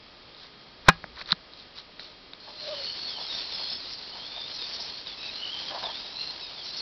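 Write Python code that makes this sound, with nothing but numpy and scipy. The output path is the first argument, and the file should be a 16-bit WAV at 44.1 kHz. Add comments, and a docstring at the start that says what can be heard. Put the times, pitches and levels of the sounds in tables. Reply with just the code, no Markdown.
"""Small robot turning on a wooden floor

Gear trains rattle in plastic housings, meshing teeth whine with the motor speed, a tyre squeaks and
the chassis judders. Before it moves, right at the microphone, the camera is handled and set down hard.
One mono microphone with a narrow band picks up all this over room hiss; the hardest blows clip."""
import sys
import numpy as np
from scipy.fft import rfft, irfft, next_fast_len
from scipy.io import wavfile
from scipy.ndimage import map_coordinates

SR = 44100
rng = np.random.default_rng(int(sys.argv[2]) if len(sys.argv) > 2 else 0)


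def store_wav(level_fs):
    """Save 16-bit WAV to argv[1]."""
    pcm = np.round(np.clip(np.atleast_2d(level_fs), -1, 1) * 32767)
    wavfile.write(sys.argv[1], SR, pcm.T.astype(np.int16))


N = 300321
TIME = np.arange(N) / SR


def amp(db):
    """Gain from dB."""
    return 10 ** (np.asarray(db) / 20)


def unit(x):
    """x at rms 1."""
    return x / np.sqrt(np.mean(x ** 2) + 1e-20)


def curves(rows):
    """One value per sample for each column, and a gate that is open over the table's span."""
    times, *columns = np.transpose(rows)
    gate = np.clip(np.minimum(TIME - times[0], times[-1] - TIME) / .012 + 1, 0, 1)
    return [np.interp(TIME, times, column) for column in columns] + [gate]


def swell(peak_s, rise, fall, db):
    """Gain of a short swell with its own rise and fall."""
    t = TIME - peak_s
    return amp(db) * np.exp(-(t / np.where(t < 0, rise, fall)) ** 2)


def wobble(rate):
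    """A smooth random curve, rate knots a second."""
    return map_coordinates(rng.standard_normal(int(N * rate / SR) + 4), [TIME * rate])


def lumpy(rate, depth_db):
    """Noise whose level changes rate times a second."""
    return rng.standard_normal(N) * amp(depth_db * wobble(rate))


def wavering_phase(hz, waver, rate=120):
    """Phase of a tone whose pitch is unsteady."""
    return 2 * np.pi * np.cumsum(hz * (1 + waver * wobble(rate))) / SR


def band(phase, rate):
    """A tone smeared into a band: its size and phase change rate times a second."""
    return wobble(rate) * np.sin(phase) + wobble(rate) * np.cos(phase)


def filtered(x, response):
    """x through a complex response of frequency."""
    size = next_fast_len(len(x) + 8192)
    return irfft(rfft(x, size) * response(np.fft.rfftfreq(size, 1 / SR)), size)[:len(x)]


def colour(points):
    """Response through (Hz, dB) points on a log axis."""
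    knots_hz, db = np.transpose(points)
    return lambda hz: amp(np.interp(np.log(hz + 1), np.log(knots_hz + 1), db))


def resonate(x, modes):
    """x through broad resonances, each (Hz, width Hz, dB)."""
    return filtered(x, lambda f: sum(
        (-1) ** k * amp(db) * 1j * f * width / (hz * hz - f * f + 1j * f * width)
        for k, (hz, width, db) in enumerate(modes)))


# motors under load: (time [s], rattle level [dB], rasp over rattle [dB])
MOTOR_LOAD = [(2.4, -53, 0), (2.53, -50.5, 1.5), (2.6, -44.5, -4), (2.7, -39.5, -11.5), (2.85, -38, -3.5),
              (3.0, -41, -2), (3.4, -38, 0), (3.8, -40, -1), (4.05, -45, 0), (4.45, -41, -9),
              (4.55, -41, -2), (4.82, -39.5, -4.5), (4.99, -41.5, -6.5), (5.045, -45.5, -8),
              (5.09, -42, -8), (5.6, -38.5, -22), (5.85, -37.5, -10), (6.1, -41.5, -22), (6.28, -40.5, -9),
              (6.52, -43, -8), (6.78, -42, 1.5)]
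# spectrum of the plastic housings: (frequency [Hz], level [dB])
HOUSING_SPECTRUM = [(18, -46.5), (30, -16.5), (456, -12), (596, -13), (712, -13.5), (2270, -11.5),
                    (4340, -1), (5300, -5.5), (6200, -10.5), (8060, -66.5), (13600, -120)]
# loose gears singing: (frequency [Hz], width [Hz], level [dB])
RASP_BANDS = [(4260, 280, 0), (4560, 330, -3), (5150, 350, -6), (3650, 250, -10)]
# chassis resonances: (frequency [Hz], width [Hz], level [dB])
CHASSIS_MODES = [(636, 194, -3.5), (952, 164, -0.5), (1730, 98, -10.5)]
# wheels slipping on the floor: (time [s], fall [s], level [dB])
WHEEL_SLIPS = [(2.482, 0.023, -46.5), (3.179, 0.039, -47), (3.6, 0.021, -46.5), (4.14, 0.066, -49.5),
               (4.37, 0.026, -49), (4.8, 0.049, -52.5), (5.708, 0.086, -40.5), (5.836, 0.04, -34.5),
               (5.895, 0.02, -47)]


def gears(slip_rise_s=.007):
    """Backlash chatter rings the housings; slips of the wheels shake the chassis."""
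    rattle_db, rasp_db, running = curves(MOTOR_LOAD)
    running = np.maximum(running, np.arange(N) > N / 2)  # once started, the motors stay on
    teeth = lumpy(260, depth_db=2) * amp(1.36 * wobble(25))
    rasp = sum(amp(db + 1.9 * wobble(14)) * band(wavering_phase(hz, waver=.022, rate=13), width)
               for hz, width, db in RASP_BANDS)
    chatter = unit(filtered(teeth, colour(HOUSING_SPECTRUM))) + amp(rasp_db) * unit(rasp)
    chassis = resonate(lumpy(140, depth_db=2.5), CHASSIS_MODES)
    judder = unit(resonate(chassis, [(900, 2300, 0)]))
    slips = sum(swell(s, slip_rise_s, fall, db) for s, fall, db in WHEEL_SLIPS)
    shake = slips + running * amp(rattle_db - 17 + 2.1 * wobble(6.9))
    return running * amp(rattle_db) * chatter + shake * judder


# longer motor runs: (2nd harmonic gain [dB], [(time [s], mesh rate [Hz], level [dB])])
MOTOR_RUNS = [ (-4, [(2.73, 1510, -43), (2.77, 1538, -42.5), (2.82, 1470, -51), (2.89, 1533, -38.5),
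              (3.02, 1510, -58)]), (-17, [(2.56, 1400, -53), (2.6, 1385, -42.5), (2.74, 1370, -51),
              (2.8, 1450, -40.5), (2.92, 1470, -34.5), (2.96, 1460, -51), (3.03, 1460, -31.5),
              (3.1, 1410, -45.5)]), (-1.5, [(3.52, 1820, -52), (3.55, 1720, -41.5), (3.59, 1640, -46),
              (3.68, 1690, -46.5), (3.75, 1735, -43), (3.79, 1720, -53)]), (-17, [(4.9, 1410, -42),
              (4.99, 1430, -48)]), (-4, [(4.13, 1000, -47), (4.2, 1065, -49.5), (4.27, 1142, -47.5),
              (4.42, 1218, -38), (4.5, 1204, -49)]), (3, [(4.9, 1050, -63), (4.99, 1170, -47)]),
              (6.5, [(5.18, 1290, -47), (5.3, 1300, -46)]), (-6, [(5.32, 1375, -45.5), (5.41, 1408, -40)]),
              (6, [(5.37, 1447, -53), (5.43, 1520, -44.5), (5.49, 1478, -45.5), (5.53, 1575, -46),
              (5.62, 1596, -49.5), (5.64, 1560, -52), (5.66, 1570, -69), (5.68, 1620, -47),
              (5.71, 1590, -46.5)]), (-6, [(5.79, 1430, -39.5), (5.82, 1350, -48), (5.84, 1265, -38),
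              (5.865, 1165, -39), (5.905, 1070, -41), (5.93, 1095, -44), (5.95, 1195, -43.5),
              (6.05, 1261, -47), (6.22, 1385, -38.5), (6.31, 1410, -39.5)]), ]
# a wheel grips and slows its motor: (time [s], length [s], mesh from [Hz], to [Hz], level [dB])
MOTOR_SAGS = [(3.079, 0.1, 1790, 1523, -42.5), (3.198, 0.099, 1723, 1630, -46.5),
              (3.294, 0.12, 1872, 1800, -38), (4.592, 0.067, 1276, 1203, -39.5),
              (5.065, 0.07, 1290, 1132, -42.5), (6.403, 0.077, 1354, 1218, -41.5),
              (6.532, 0.1, 1296, 1073, -46.5)]
# how well the gearbox radiates into the room: (frequency [Hz], gain [dB])
GEARBOX_RADIATION = [(2200, -19.5), (2700, -11), (3100, -1.5), (4200, -1.5), (4650, -11), (5100, 3.5),
                     (5700, -14), (7000, -28.5)]


def whines(pinion_teeth=9, eccentricity=.35, sag_second_db=-1.5):
    """Harmonics of the mesh rate; worn teeth smear each one into a rough, wavering band."""
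    runs = list(MOTOR_RUNS)
    for s, length, from_hz, to_hz, db in MOTOR_SAGS:
        halfway_hz = from_hz + .59 * (to_hz - from_hz)
        glide = [(s, from_hz, db - 3.5), (s + length / 2, halfway_hz, db), (s + length, to_hz, db - 3)]
        runs.append((sag_second_db, glide))
    out = np.zeros(N)
    for second_db, rows in runs:
        mesh_hz, db, gate = curves(rows)
        phase = wavering_phase(mesh_hz * (1 + .006 * wobble(30)), waver=.009)
        for k, harmonic_db in ((2, second_db), (3, 0), (4, -7)):
            gain = gate * amp(db + harmonic_db + 2.4 * wobble(30))
            gain *= colour(GEARBOX_RADIATION)(k * mesh_hz)
            gain *= 1 + eccentricity * np.cos(phase / pinion_teeth)  # one beat per turn of the shaft
            out += gain * (1.15 * np.sin(k * phase) + 1.1 * band(k * phase, 260))
    return out


# backlash slamming shut: (time [s], level [dB])
CLATTER_BURSTS = [(3.35, -52), (3.925, -38.5), (4.552, -35), (4.646, -42), (4.69, -42), (4.745, -35),
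                  (4.808, -32), (4.855, -41), (6.65, -38.5), (6.69, -39.5), (6.779, -32.5)]
# resonances of the clatter: (frequency [Hz], width [Hz], level [dB])
CLATTER_MODES = [(4200, 1300, -2.5), (5570, 610, 2.5)]


def clatter(rise_s=.014, fall_s=.024):
    """Loose teeth collide in bright, gritty bursts."""
    grit = unit(resonate(lumpy(400, depth_db=2.5), CLATTER_MODES))
    return grit * sum(swell(s, rise_s, fall_s, db) for s, db in CLATTER_BURSTS)


# a tyre on the wooden floor: (time [s], rise [s], fall [s], level [dB])
TYRE_SQUEAKS = [(2.53, 0.071, 0.057, -54.5), (2.732, 0.078, 0.034, -34.5), (2.801, 0.015, 0.041, -40.5)]


def squeak(start_hz=600, sink_from_s=2.7, sink_hz_per_s=350):
    """Stick and slip of rubber: a low tone with a weak octave, sinking at its end."""
    hz = start_hz - sink_hz_per_s * np.clip(TIME - sink_from_s, 0, .5)
    phase = wavering_phase(hz, waver=.024)
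    gain = sum(swell(*row) for row in TYRE_SQUEAKS) * amp(2.5 * wobble(45))
    return gain * (np.sin(phase) + amp(-18) * np.sin(2 * phase))


def blow(t, t60, modes, contact_s=.0012):
    """A noise burst builds up during contact, dies away and excites the given resonances."""
    envelope = np.minimum(t / contact_s, 1) * amp(-60 * t / max(t60, .002))
    return resonate(envelope * rng.standard_normal(len(t)), modes)


# knocks, the hardest as the camera lands: (time [s], tick level [dB], thud level [dB])
BLOWS = [ (0.347, -37, -55), (0.366, -42, -55), (0.385, -39, -58), (.883, -11, -24), (.8852, -12, 4),
         (.8875, -7, 0), (.8925, -14, -4), (.897, -19, -12), (1.041, -49, -22), (1.214, -46, -26.5),
         (1.259, -30.5, -51), (1.3075, -23, -40), (1.3203, -5, -22), (1.326, -13, -12), (1.535, -32, -48),
         (1.9951, -31, -30), (2.334, -30, -32.5), (5.07, -26, -38), (5.711, -34, -28.5),
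         (5.829, -36, -26.5), (5.839, -23, -32), (5.868, -32, -31.5)]
# small plastic parts: (frequency [Hz], width [Hz], level [dB])
TICK_MODES = [(3880, 620, 0)]
# hollow of the camera case, right at the microphone: (frequency [Hz], width [Hz], level [dB])
HOLLOW_MODES = [(2500, 500, -10), (620, 200, -6), (800, 280, -4), (1300, 700, 1)]
# ring of the case and its support: (frequency [Hz], level [dB], t60 [s])
CASE_MODES = [(167, -6, .17), (630, -2, .04), (791, -7, .09), (975, -3, .04), (1250, 0, .05),
              (1660, 0, .11), (2480, -6, .07), (2853, -12, .11), (3650, -18, .08)]


def knocks(tick_t60=.0038, thud_t60=.021, thump_hz=185, thump_t60=.05):
    """Blows strike small parts and the case; harder ones last longer and ring the support."""
    out = np.zeros(N + SR)
    t = np.arange(SR // 4) / SR
    *other_modes, (main_hz, main_width, main_db) = HOLLOW_MODES
    for s, tick_db, thud_db in BLOWS:
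        tick = resonate(blow(t, tick_t60, TICK_MODES), TICK_MODES)
        hollow = other_modes + [(main_hz, main_width, main_db + .25 * thud_db)]  # soft blows are duller
        thud = blow(t, thud_t60 * np.exp(.1529 * thud_db), hollow)
        ring = sum(amp(db + 2 * rng.standard_normal() - 60 * t / t60) * np.sin(2 * np.pi * hz * t)
                   for hz, db, t60 in CASE_MODES)
        # the support gives under the blow
        thump = amp(-11 + .3 * thud_db - 60 * t / thump_t60) * np.sin(2 * np.pi * thump_hz * t)
        low = thud / abs(thud).max() + amp(-24.5 + .75 * thud_db) * ring + thump
        out[round(s * SR):][:len(t)] += amp(tick_db) * tick / abs(tick).max() + amp(thud_db) * low
    return out[:N]


# short, close rustles; the one at .88 s is a hissy haze around the loudest knock:
# (time [s], rise [s], fall [s], high level [dB], low level [dB])
RUSTLES = [(.44, 0.051, 0.032, -45.5, -56.5), (.88, 0.022, 0.056, -44, -39), (1.215, 0.044, 0.01, -40, -42),
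           (1.32, 0.039, 0.012, -35.5, -39), (1.47, 0.023, 0.04, -72.5, -60), (1.6, 0.061, 0.052, -50, -67),
           (1.785, 0.027, 0.029, -41.5, -52.5), (2.0, 0.0073, 0.093, -43, -59)]


def rustles():
    """Brief swells of grainy noise: a hissy high band and a lower one with the hollow tone of the case."""
    high = unit(resonate(lumpy(320, depth_db=3.5), [(4100, 970, 0)]))
    low = unit(resonate(lumpy(200, depth_db=2.5), HOLLOW_MODES))
    return sum(swell(s, rise, fall, high_db) * high + swell(s, rise, fall, low_db) * low
               for s, rise, fall, high_db, low_db in RUSTLES)


# noise floor of room and preamplifier: (frequency [Hz], level [dB])
HISS_SPECTRUM = [(12, -30.5), (20, 1.5), (91, -2.5), (402, 0), (768, -3.5), (1240, -5), (1430, -6.5),
                 (3020, -6), (4430, -2), (5240, -6), (6200, -17), (8060, -64.5), (13600, -120)]
# faint steady tones: (frequency [Hz], level [dB])
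HUM_TONES = [(617, -68), (1240, -66), (3245, -61)]


def background(hiss_db=-51):
    """Room tone of hiss and hum, and the bump of air and hand as the camera comes down."""
    hiss = amp(hiss_db) * unit(filtered(lumpy(8, depth_db=.4), colour(HISS_SPECTRUM)))
    hum = sum(amp(db + wobble(4.5)) * np.sin(2 * np.pi * hz * TIME) for hz, db in HUM_TONES)
    rumble = unit(resonate(rng.standard_normal(N), [(40, 40, 0)]))
    bump = swell(.92, rise=.14, fall=.4, db=-54.5) * rumble
    return hiss + hum + bump


def scene():
    """Robot, rustles, knocks and room all reach one microphone."""
    mono = gears() + clatter() + whines() + squeak() + rustles() + knocks() + background()
    return np.array([mono, mono])


def record(dry, rolloff_hz=5630, edge_hz=6160, ceiling=.7, top_hz=16000):
    """The microphone's band ends steeply; the converter clips loud blows, which adds treble."""
    mic = filtered(dry[0], lambda hz: 1 / (1 + (hz / rolloff_hz) ** 24) / (1 + (hz / edge_hz) ** 120))
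    clipped = mic / (1 + abs(mic / ceiling) ** 16) ** (1 / 16)
    mono = filtered(clipped, lambda hz: 1 / (1 + (hz / top_hz) ** 200))
    return np.array([mono, mono])


dry = scene()
out = record(dry)
store_wav(out)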